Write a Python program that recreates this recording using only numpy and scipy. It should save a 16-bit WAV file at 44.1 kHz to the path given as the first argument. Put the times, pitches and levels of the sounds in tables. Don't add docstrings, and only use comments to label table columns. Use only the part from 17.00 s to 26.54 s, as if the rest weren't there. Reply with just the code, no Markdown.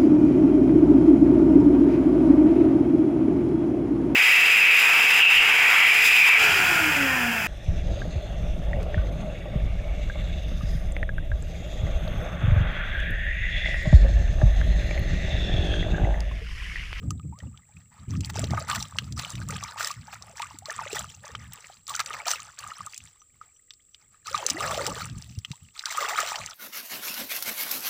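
import sys
import numpy as np
from scipy import signal
from scipy.fft import rfft, irfft
from scipy.io import wavfile
from scipy.ndimage import uniform_filter1d

SR = 44100
rng = np.random.default_rng(int(sys.argv[2]) if len(sys.argv) > 2 else 0)


def wrap_up_sound(samples):
    columns = np.atleast_2d(samples).T
    tamed = np.clip(columns, -1, 1)
    steps = np.round(tamed * 32767).astype(np.int16)
    wavfile.write(sys.argv[1], SR, steps)


N = 420713



def undb(db):
    return 10 ** (np.asarray(db) / 20)


def unit(x):
    return x / np.sqrt(np.mean(x ** 2) + 1e-20)


def curve(table):
    return np.interp(np.arange(N) / SR, *np.transpose(table))


def add(out, start_s, x):
    i = int(np.clip(start_s * SR, 0, N - 1))
    out[i:i + len(x)] += x[:N - i]


def walk(rate):
    knots = rng.standard_normal(4096)
    return np.interp(np.arange(N) / SR * rate, np.arange(len(knots)), knots)


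def colour(x, points, size=4096):
    hz, db = np.transpose(points)
    bins_hz = np.arange(size // 2 + 1) * SR / size
    log_gain = np.log(undb(np.interp(np.log(bins_hz + 1), np.log(hz), db)))
    cepstrum = irfft(log_gain)
    cepstrum[1:size // 2] *= 2
    cepstrum[size // 2 + 1:] = 0
    impulse = irfft(np.exp(rfft(cepstrum)))
    return signal.oaconvolve(x, impulse)[:len(x)]


def band(x, hz, width):
    w = 2 * np.pi * min(hz, SR / 2 - 1) / SR
    a = np.tan(np.pi * min(abs(width) / SR, .4))
    return signal.lfilter([a, 0, -a], [1 + a, -2 * np.cos(w), 1 - a], x)


def narrow(hz, width):
    noise = rng.standard_normal(len(hz)) + 1j * rng.standard_normal(len(hz))
    slow = signal.sosfilt(signal.butter(2, width / 2, fs=SR, output="sos"), noise)
    carrier = np.exp(2j * np.pi * np.cumsum(hz) / SR)
    return unit((slow * carrier).real)


def ring(hz, t60, rise, onset=1.0):
    t = np.arange(int(abs(t60) * SR) + 2) / SR
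    life = t / t[-1]
    tone = np.sin(2 * np.pi * hz * t * (1 + rise * life / 2))
    decay = np.exp(-np.log(1000) * life)
    return tone * decay * (1 - np.exp(-t * hz / onset))


def droplets(rate, spread_db):
    hit = rng.random(N) < rate / SR
    size = undb(spread_db * np.minimum(rng.standard_exponential(N), 3.5))
    return unit(hit * size * rng.choice([-1, 1], N))


def froth(low_hz, high_hz, cycles, rise, spread_db, count):
    out = np.zeros(N)
    for k, (when, pitch, size, damping, climb) in enumerate(rng.random((count, 5))):
        hz = low_hz * (high_hz / low_hz) ** pitch
        t60 = cycles * (.5 + damping) / hz
        peak = undb(spread_db * size ** 2) * np.sqrt(hz)
        start_s = (k + 3 * when) / count * N / SR
        add(out, start_s, peak * ring(hz, t60, 2 * rise * climb, onset=.9))
    return unit(out)


def surges(rows, rise_s, fall_db_per_s):
    t = np.arange(0, N, 64) / SR
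    power = np.zeros(len(t))
    for s, length, db in rows:
        swell = np.clip((t - s) / rise_s, 0, 1)
        fall_db = fall_db_per_s * np.maximum(t - s - length, 0)
        power += (undb(db - fall_db) * swell) ** 2
    return np.interp(np.arange(N) / SR, t, np.sqrt(power))


# f/Hz, level/dB
OUTDOOR_SPECTRUM = [(30, 4), (80, 10.5), (200, -4.5), (500, -6.5), (1000, -29), (1240, -15), (1500, -20.5),
                    (3000, -17.5), (5000, -16.5), (9000, -25), (16000, -21)]


def outdoor_air():
    return undb(-70.0) * unit(colour(rng.standard_normal(N), OUTDOOR_SPECTRUM))


# t/s, length/s, level/dB
NEARER_CHIRPS = [(6.188, 0.046, -60), (6.524, 0.072, -69), (6.9, .07, -71.5)]


def insects():
    strokes_per_s = 42 * (1 + 0.16 * walk(16))
    phase = np.cumsum(strokes_per_s) / SR % 1
    stroke, fall = np.sin(np.pi * phase), .5 - phase
    pulsed = undb(-64) * stroke * narrow(7750 + 600 * fall, 450)
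    steady = undb(-71.0) * narrow(np.full(N, 7700), 1120)
    out = (pulsed + steady) * undb(0.47 * walk(2.4))
    lower = stroke * narrow(5950 + 300 * fall, 200)
    for s, length, db in NEARER_CHIRPS:
        i, n = int(s * SR), int(length * SR)
        add(out, s, undb(db + 6.5) * np.hanning(n) * lower[i:i + n])
    return out


# t/s, length/s, level/dB
WIND_GUSTS = [(0.02, 0.14, -32.5), (0.23, 0.067, -33), (0.42, 0.074, -32.5), (0.74, 0.031, -44.5),
              (0.85, 0.023, -52), (0.99, 0.045, -42), (1.07, .14, -27), (1.25, .09, -32.5),
              (1.35, 0.22, -27.5), (1.67, 0.14, -38.5), (1.93, .16, -36), (2.1, 0.081, -31.5),
              (2.33, 0.2, -32), (2.53, 0.11, -42.5), (2.76, .12, -59), (2.96, .05, -41.5),
              (3.14, 0.15, -53.5), (3.4, 0.23, -53), (3.75, 0.14, -54), (3.92, .15, -45),
              (4.15, 0.063, -51.5), (4.31, .18, -44), (4.88, 0.3, -57), (5.32, .15, -56.5),
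              (5.6, 0.083, -58.5), (5.79, 0.037, -51), (5.98, 0.063, -52), (6.32, 0.11, -66),
              (7.02, 0.1, -68), (7.27, .1, -52), (7.5, 0.48, -42), (8.01, .17, -36.5), (8.23, .09, -42),
              (8.35, 0.025, -42.5), (8.47, .04, -50), (8.61, 0.025, -46.5), (9.39, 0.025, -43.5)]
GUST_RISE_S, GUST_FALL_DB_PER_S = 0.014, 251
# t/s, level/dB
LIGHT_AIR = [(0, -40), (0.65, -62), (1.8, -46), (2.75, -57), (4.7, -64.5), (5.9, -78), (6.2, -84.5),
             (6.9, -86.5), (7.5, -60), (8.75, -83), (9.2, -60), (9.54, -66)]
# f/Hz, level/dB
WIND_SPECTRUM = [(25, -30), (45, -9), (75, 6.5), (110, 8), (160, 0.5), (240, -9.5), (340, -37), (600, -49),
                 (1500, -73.5)]
# t/s, level/dB, f/Hz
MIC_PUFFS = [(0.075, -6.5, 109), (0.253, -9, 129.5), (0.439, -23, 115), (1.093, -30, 109),
             (1.176, -13, 143), (1.514, -10.5, 168), (1.551, -13, 91.5), (2.382, -20, 117),
             (2.994, -24, 103), (8.165, -11, 98), (8.295, -37, 99.6), (8.376, -9.5, 103), (8.506, -15, 138)]


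def wind():
    gusts = surges(WIND_GUSTS, GUST_RISE_S, GUST_FALL_DB_PER_S)
    breeze = np.hypot(gusts, undb(curve(LIGHT_AIR)))
    breeze_db = 20 * np.log10(breeze) + 2.6 * walk(32)
    eddies = unit(colour(rng.standard_normal(N), WIND_SPECTRUM))
    eddies /= np.sqrt(uniform_filter1d(eddies ** 2, size=1000) + 0.017)
    flutter = undb(1.6 * breeze_db + 2) * narrow(np.full(N, 260), 110)
    out = undb(breeze_db) * eddies + flutter
    for s, db, hz in MIC_PUFFS:
        add(out, s, undb(db + 4) * ring(hz, 0.037, 0.029, onset=0.94))
    return signal.sosfilt(signal.butter(2, 45, "high", fs=SR, output="sos"), out)


# t/s, level/dB
CASE_TAPS = [(0.029, -50), (0.107, -30.5), (.197, -42.5), (6.218, -49)]


def taps():
    out = np.zeros(N)
    for s, db in CASE_TAPS:
        add(out, s, undb(db) * ring(1223, 0.016, 0, onset=0.29))
        add(out, s, undb(db + 8.0) * ring(3030, 0.0024, 0, onset=0.37))
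        add(out, s, undb(db - 11) * ring(480, 0.0096, 0, onset=0.66))
    return out


def drips():
    pings = froth(1700, 3600, cycles=45, rise=0.28, spread_db=14.5, count=330)
    ticks = froth(2000, 12000, cycles=5, rise=.1, spread_db=19.5, count=300)
    return undb(-78) * (pings + undb(-6) * ticks)


# t/s, length/s, start f/Hz, end f/Hz, level/dB
HOLLOWS = [(3.781, 0.055, 1313, 600, -45), (4.879, 0.069, 1300, 737, -43.5), (5.171, 0.068, 1177, 609, -44),
           (7.359, 0.067, 1200, 526, -40), (7.412, 0.084, 564, 429, -41.5), (7.576, 0.16, 424, 788, -39.5),
           (7.767, 0.086, 680, 354, -36), (7.881, 0.055, 341, 131, -37), (9.32, 0.089, 896, 600, -41.5)]


def gulps():
    out = np.zeros(N)
    for s, length, start_hz, end_hz, db in HOLLOWS:
        life = np.linspace(0, 1, int(length * SR))
        swell = np.sqrt(4 * life * (1 - life))
        glide_hz = start_hz * (end_hz / start_hz) ** life
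        add(out, s, undb(db) * swell * narrow(glide_hz, 180))
    return out


# t/s, level/dB, centre f/Hz
WET_SMACKS = [(0.106, -33.5, 6060), (0.3877, -46, 5800), (0.4016, -51.5, 3100), (0.5744, -49, 3350),
              (1.207, -34.5, 4960), (1.247, -33, 4570), (1.257, -36, 7440), (1.3615, -32.5, 4540),
              (1.3933, -31, 7450), (1.4413, -30, 3680), (1.5067, -35.5, 4480), (1.7134, -26, 3440),
              (1.826, -28.5, 5500), (1.9857, -20, 3090), (2.1235, -35, 5200), (2.195, -28, 4190),
              (2.2484, -33, 3040), (2.303, -34, 6200), (2.3538, -37.5, 3640), (2.487, -35, 7000),
              (2.506, -33, 7050), (2.637, -30.5, 5660), (2.846, -25.5, 5200), (2.8723, -25.5, 6500),
              (2.913, -28.5, 5500), (3.2233, -39, 5100), (3.419, -28, 3310), (3.5869, -39, 7560),
              (3.6568, -34.5, 4140), (3.7053, -34, 6040), (3.929, -31, 5270), (3.9926, -30, 7540),
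              (4.352, -33, 3080), (4.5335, -38, 8700), (4.868, -41, 5030), (4.879, -35, 7050),
              (4.9623, -31.5, 7000), (5.002, -24, 4450), (5.0604, -31.5, 4630), (5.2815, -23, 4970),
              (5.3137, -21.5, 5840), (5.5885, -35.5, 6700), (5.863, -36.5, 8000), (5.9437, -38.5, 4970),
              (5.9773, -34.5, 6900), (6.7063, -38.5, 3470), (6.7362, -48, 4500), (6.9454, -40.5, 3540),
              (7.27, -32.5, 5540), (7.3523, -32, 3600), (7.3772, -29.5, 4360), (7.4643, -19, 6200),
              (7.5001, -20.5, 5950), (7.5041, -22.5, 4930), (7.605, -30, 6900), (7.744, -28.5, 3320),
              (7.8655, -23.5, 5040), (8.055, -37.5, 7770), (8.0977, -41.5, 4300), (8.3876, -41, 5670),
              (8.448, -31, 3060), (8.5153, -34.5, 3860), (8.793, -29, 3920), (8.8565, -22, 4580),
              (8.9728, -30, 7800), (9.006, -31.5, 3400), (9.2028, -23.5, 6430), (9.3567, -28, 2980),
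              (9.4609, -32, 6000)]


def smacks(size=700):
    out, t = np.zeros(N), np.arange(size) / SR
    envelope = (1 - np.exp(-t / 0.00044)) * (np.exp(-t / 0.00091) + 0.3 * np.exp(-t / 0.0036))
    for s, db, hz in WET_SMACKS:
        burst = rng.standard_normal(size) * envelope
        splatter = unit(band(band(burst, hz, 0.5 * hz), hz, 1.6 * hz))
        ping = unit(np.sin(2 * np.pi * hz * t * (1 + 6 * t)) * t * np.exp(-t * hz / 3.7))
        add(out, s, undb(db - 7.5) * (splatter + .6 * ping))
    return out


# f/Hz, level/dB
SPRAY_SPECTRUM = [(900, -30), (1600, -6.5), (2400, -7), (3600, 1.5), (5500, 0.5), (7500, -1.5),
                  (10000, -9.5), (13000, -6.5), (16000, -17)]
# t/s, length/s, body level/dB, spray level/dB
WATER_SLAPS = [(1.295, 0.01, -38.5, -39.5), (1.571, 0.014, -34, -50), (1.697, 0.015, -29, -40),
               (1.746, 0.021, -32.5, -35), (2.189, 0.011, -38, -34.5), (2.797, 0.023, -37, -35.5),
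               (2.826, 0.078, -47.5, -40), (3.127, 0.014, -41.5, -45.5), (3.395, 0.0048, -38, -44),
               (3.95, 0.027, -39, -37), (4.006, 0.005, -37, -41), (4.893, 0.022, -61, -40.5),
               (4.993, 0.019, -29, -35), (5.135, 0.014, -36, -39.5), (5.268, 0.027, -35.5, -35),
               (5.304, 0.018, -36, -32), (7.483, 0.011, -36, -35), (7.624, 0.046, -34, -62),
               (7.709, 0.0093, -31.5, -38.5), (7.86, 0.017, -41, -37), (8.905, 0.025, -47, -35.5),
               (9.003, 0.019, -35, -32), (9.085, 0.037, -40, -36), (9.175, 0.056, -33.5, -35.5),
               (9.261, 0.05, -43, -38.5)]


def slaps():
    body = froth(600, 2600, cycles=15, rise=.25, spread_db=3, count=9000)
    uneven = undb(4.3 * walk(400))
    shower = unit(colour(droplets(rate=5800, spread_db=-4), SPRAY_SPECTRUM) * uneven)
    out = np.zeros(N)
    for s, length, body_db, spray_db in WATER_SLAPS:
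        t = np.arange(int(2 * length * SR)) / SR
        swell = (1 - np.exp(-t / 0.00056)) * np.exp(-(t / length) ** 4 / 2)
        i = int(s * SR)
        landing = undb(body_db) * body[i:i + len(t)] + undb(spray_db) * shower[i:i + len(t)]
        add(out, s, swell * landing)
    return out


# t/s, level/dB, f/Hz, ring t60/s
AIR_POCKETS = [(0.325, -41.5, 860, 0.12), (0.404, -41, 1830, 0.024), (0.542, -55.5, 1230, 0.056),
               (0.692, -55, 766, .07), (0.768, -43.5, 2460, 0.023), (1.434, -22.5, 590, 0.03),
               (1.535, -11.5, 734, 0.014), (1.576, -22, 1214, 0.023), (1.7, -25, 1460, 0.022),
               (1.924, -27.5, 1054, 0.0075), (1.958, -26.5, 940, 0.011), (2.416, -30, 1520, 0.02),
               (2.627, -30.5, 1092, 0.039), (2.76, -28.5, 850, 0.025), (2.808, -13.5, 1450, 0.0091),
               (2.904, -27.5, 1098, 0.035), (3.08, -33.5, 836, .038), (3.4, -22.5, 882, 0.043),
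               (3.43, -30, 1100, .029), (3.508, -35, 990, 0.034), (3.543, -35, 272, 0.04),
               (3.622, -41.5, 717, 0.12), (3.684, -31, 583, 0.084), (3.698, -24, 1720, 0.028),
               (3.791, -23.5, 1010, 0.043), (3.813, -26.5, 875, 0.033), (3.862, -29.5, 543, .051),
               (3.93, -18.5, 413, 0.03), (3.958, -18, 800, 0.011), (3.967, -24.5, 1825, 0.031),
               (4.043, -26, 1300, 0.009), (4.35, -13.5, 1300, 0.0035), (4.699, -34, 740, 0.032),
               (4.904, -27, 1070, 0.036), (4.948, -25, 1420, .023), (4.997, -24, 1108, .039),
               (5.105, -27.5, 1210, 0.019), (5.201, -29, 2200, .026), (5.265, -27, 668, 0.091),
               (5.282, -21.5, 945, .03), (5.638, -30, 1120, .018), (5.717, -29, 1264, 0.02),
               (5.806, -26, 1120, .016), (5.869, -31.5, 1157, 0.021), (6.413, -33.5, 1256, 0.017),
               (7.276, -37.5, 1185, 0.11), (7.311, -36.5, 487, 0.14), (7.345, -14.5, 1146, 0.02),
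               (7.427, -21.5, 920, 0.025), (7.513, -28, 250, 0.054), (7.544, -28.5, 287, 0.16),
               (7.569, -29, 1895, 0.046), (7.605, -23, 1154, 0.027), (7.641, -24, 1640, 0.028),
               (7.709, -21.5, 1230, 0.014), (7.777, -13.5, 582, 0.025), (7.801, -19.5, 515, 0.044),
               (7.874, -26.5, 450, 0.14), (8.532, -43, 890, 0.058), (8.65, -50, 2900, .02),
               (8.838, -25.5, 1515, .012), (8.903, -30, 2100, 0.039), (8.975, -29, 1180, .017),
               (9.01, -29, 529, .1), (9.048, -23, 1120, .028), (9.081, -25, 790, 0.033),
               (9.127, -20, 794, 0.026), (9.187, -14.5, 1330, 0.018), (9.232, -20.5, 636, 0.028),
               (9.319, -14, 880, 0.011)]
CLIMB_PER_S = 8.5


def bubbles():
    out = np.zeros(N)
    for s, db, hz, t60 in AIR_POCKETS:
        add(out, s, undb(db + 1.5) * ring(hz, t60, CLIMB_PER_S * t60, onset=0.75))
    return out


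# t/s, length/s, small-bubble level/dB, large-bubble level/dB, spray level/dB
WATER_STROKES = [(0.01, 0.023, -58.5, -52.5, -69), (0.366, 0.085, -63, -57.5, -73),
                 (0.51, 0.093, -69, -83, -88), (0.663, 0.046, -68, -74, -79), (0.746, .07, -65, -83, -72.5),
                 (0.906, 0.13, -58, -64, -71), (1.085, 0.057, -52.5, -65, -53),
                 (1.214, 0.075, -53, -61, -59), (1.329, 0.11, -42.5, -42.5, -48.5),
                 (1.49, 0.13, -42.5, -44, -50.5), (1.666, 0.078, -34, -63, -42.5),
                 (1.769, 0.039, -45.5, -56, -43), (1.939, 0.13, -57.5, -59, -59.5),
                 (2.159, 0.097, -41.5, -56, -45.5), (2.269, 0.051, -45, -58, -49),
                 (2.343, 0.087, -57, -63, -56.5), (2.473, 0.086, -44, -50, -48.5),
                 (2.597, 0.11, -41.5, -63, -50), (2.764, 0.11, -38, -57, -42.5),
                 (3.047, 0.12, -51, -67.5, -57.5), (3.202, 0.11, -56, -57, -62),
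                 (3.348, 0.099, -44.5, -81, -50.5), (3.474, 0.057, -51, -78, -56.5),
                 (3.649, 0.23, -44.5, -60.5, -52), (3.892, 0.12, -46, -49.5, -45),
                 (4.078, .04, -57.5, -56, -52.5), (4.222, 0.089, -47.5, -52, -56.5),
                 (4.383, 0.059, -51, -79, -57.5), (4.502, 0.1, -52.5, -65, -57),
                 (4.604, 0.13, -59, -68, -57.5), (4.872, 0.14, -44.5, -59, -47),
                 (5.055, 0.15, -43, -53.5, -50.5), (5.249, 0.087, -38, -55, -38.5),
                 (5.38, 0.11, -51.5, -66, -58.5), (5.571, 0.13, -46, -59.5, -51),
                 (5.723, .15, -53, -68, -57.5), (5.893, 0.075, -83, -76, -53),
                 (6.008, 0.072, -62.5, -79, -60.5), (6.13, .03, -67, -88, -76),
                 (6.33, 0.034, -71, -90, -78), (6.402, 0.041, -59.5, -75.5, -67.5),
                 (6.979, 0.046, -66, -81.5, -73.5), (7.106, 0.045, -64.5, -78, -72),
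                 (7.244, 0.057, -47.5, -69, -45), (7.319, 0.12, -38.5, -62, -45.5),
                 (7.468, 0.064, -38, -40, -45), (7.574, 0.26, -36.5, -36.5, -41.5),
                 (7.824, 0.085, -39.5, -42, -44), (7.94, 0.076, -39.5, -50, -43),
                 (8.147, 0.11, -75, -90, -56.5), (8.283, 0.051, -76, -88, -57),
                 (8.468, 0.086, -67, -84, -60), (8.588, 0.089, -74, -90, -67),
                 (8.735, 0.082, -54.5, -84, -51.5), (8.845, 0.22, -40.5, -69, -44.5),
                 (8.935, 0.063, -33.5, -49, -44), (8.999, 0.21, -34.5, -42, -43),
                 (9.224, 0.14, -37, -48.5, -43), (9.36, 0.16, -48.5, -58, -51)]
SWELL_S, CALM_DB_PER_S = 0.022, 241.5
ROCKING_DB, ROCKING_DB_PER_S = -14, 62


def stirring(column):
    rows = [(row[0], row[1], row[column]) for row in WATER_STROKES]
    push = surges(rows, SWELL_S, CALM_DB_PER_S)
    rocking = undb(ROCKING_DB) * surges(rows, SWELL_S, ROCKING_DB_PER_S)
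    return 20 * np.log10(np.hypot(push, rocking) + 1e-6)


def sloshing():
    small_db, large_db, spray_db = stirring(column=2), stirring(column=3), stirring(column=4)
    breaking = 1 / (1 + np.exp(-(np.maximum(spray_db, small_db - 4) + 67) / 9.8))
    churning = 1 / (1 + np.exp(-(spray_db + 44) / 3))

    wash = unit(band(band(droplets(rate=5000, spread_db=4.5), 1400, 1800), 1400, 2100))
    gurgle = froth(406, 850, cycles=20, rise=0.54, spread_db=19, count=1100)
    babble = froth(723, 2223, cycles=24.8, rise=0.44, spread_db=19.5, count=3200) + 0.2 * wash
    fizz = froth(2400, 8500, cycles=85, rise=0.25, spread_db=33.0, count=5500)
    lone_drops = froth(2040, 10370, cycles=8.7, rise=0.058, spread_db=41.0, count=6500)
    shower = unit(colour(droplets(rate=3400, spread_db=3.0), SPRAY_SPECTRUM))
    mist = unit(colour(droplets(rate=4000, spread_db=-2), SPRAY_SPECTRUM))

    spurts = undb(3.2 * walk(170) - 1)
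    drops = 1.41 * np.sqrt(1 - churning) * lone_drops + np.sqrt(churning) * shower
    spatter = spurts * (1.06 * fizz + drops)
    swish = undb(small_db - 8.5) * wash + undb(spray_db) * mist
    broken = undb(small_db - 2.5) * babble + undb(spray_db) * spatter
    return undb(large_db) * gurgle + np.sqrt(breaking) * broken + np.sqrt(1 - breaking) * swish


def scene():
    water = drips() + gulps() + smacks() + slaps() + bubbles() + sloshing()
    t = np.arange(SR // 4) / SR
    scatter = band(rng.standard_normal(len(t)), 2070, 5250) * np.exp(-t / 0.006) * (t > .003)
    tail = signal.oaconvolve(water, scatter / np.linalg.norm(scatter))[:N]
    return (outdoor_air() + insects() + wind() + taps() + water + undb(-19.5) * tail)[None]


# f/Hz, width/Hz, level/dB
PORT_RESONANCES = [(1241, 150, 12), (1890, 470, 3), (2570, 1700, 2.5), (6310, 860, 5.5), (6590, 165, -24.5),
                   (7430, 1440, 7.5), (12740, 3800, -6.5), (15000, 400, 22.5)]
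TOP_HZ = 15450


def record(dry):
    for hz, width, db in PORT_RESONANCES:
        a = np.tan(np.pi * width / SR)
        g = undb(db / 2)
        c = -2 * np.cos(2 * np.pi * hz / SR)
        dry = signal.lfilter([1 + a * g, c, 1 - a * g], [1 + a / g, c, 1 - a / g], dry)
    top_cut = signal.ellip(10, .2, 70, TOP_HZ, fs=SR, output="sos")
    return signal.sosfilt(top_cut, undb(-2) * dry)


dry = scene()
out = record(dry)
wrap_up_sound(out)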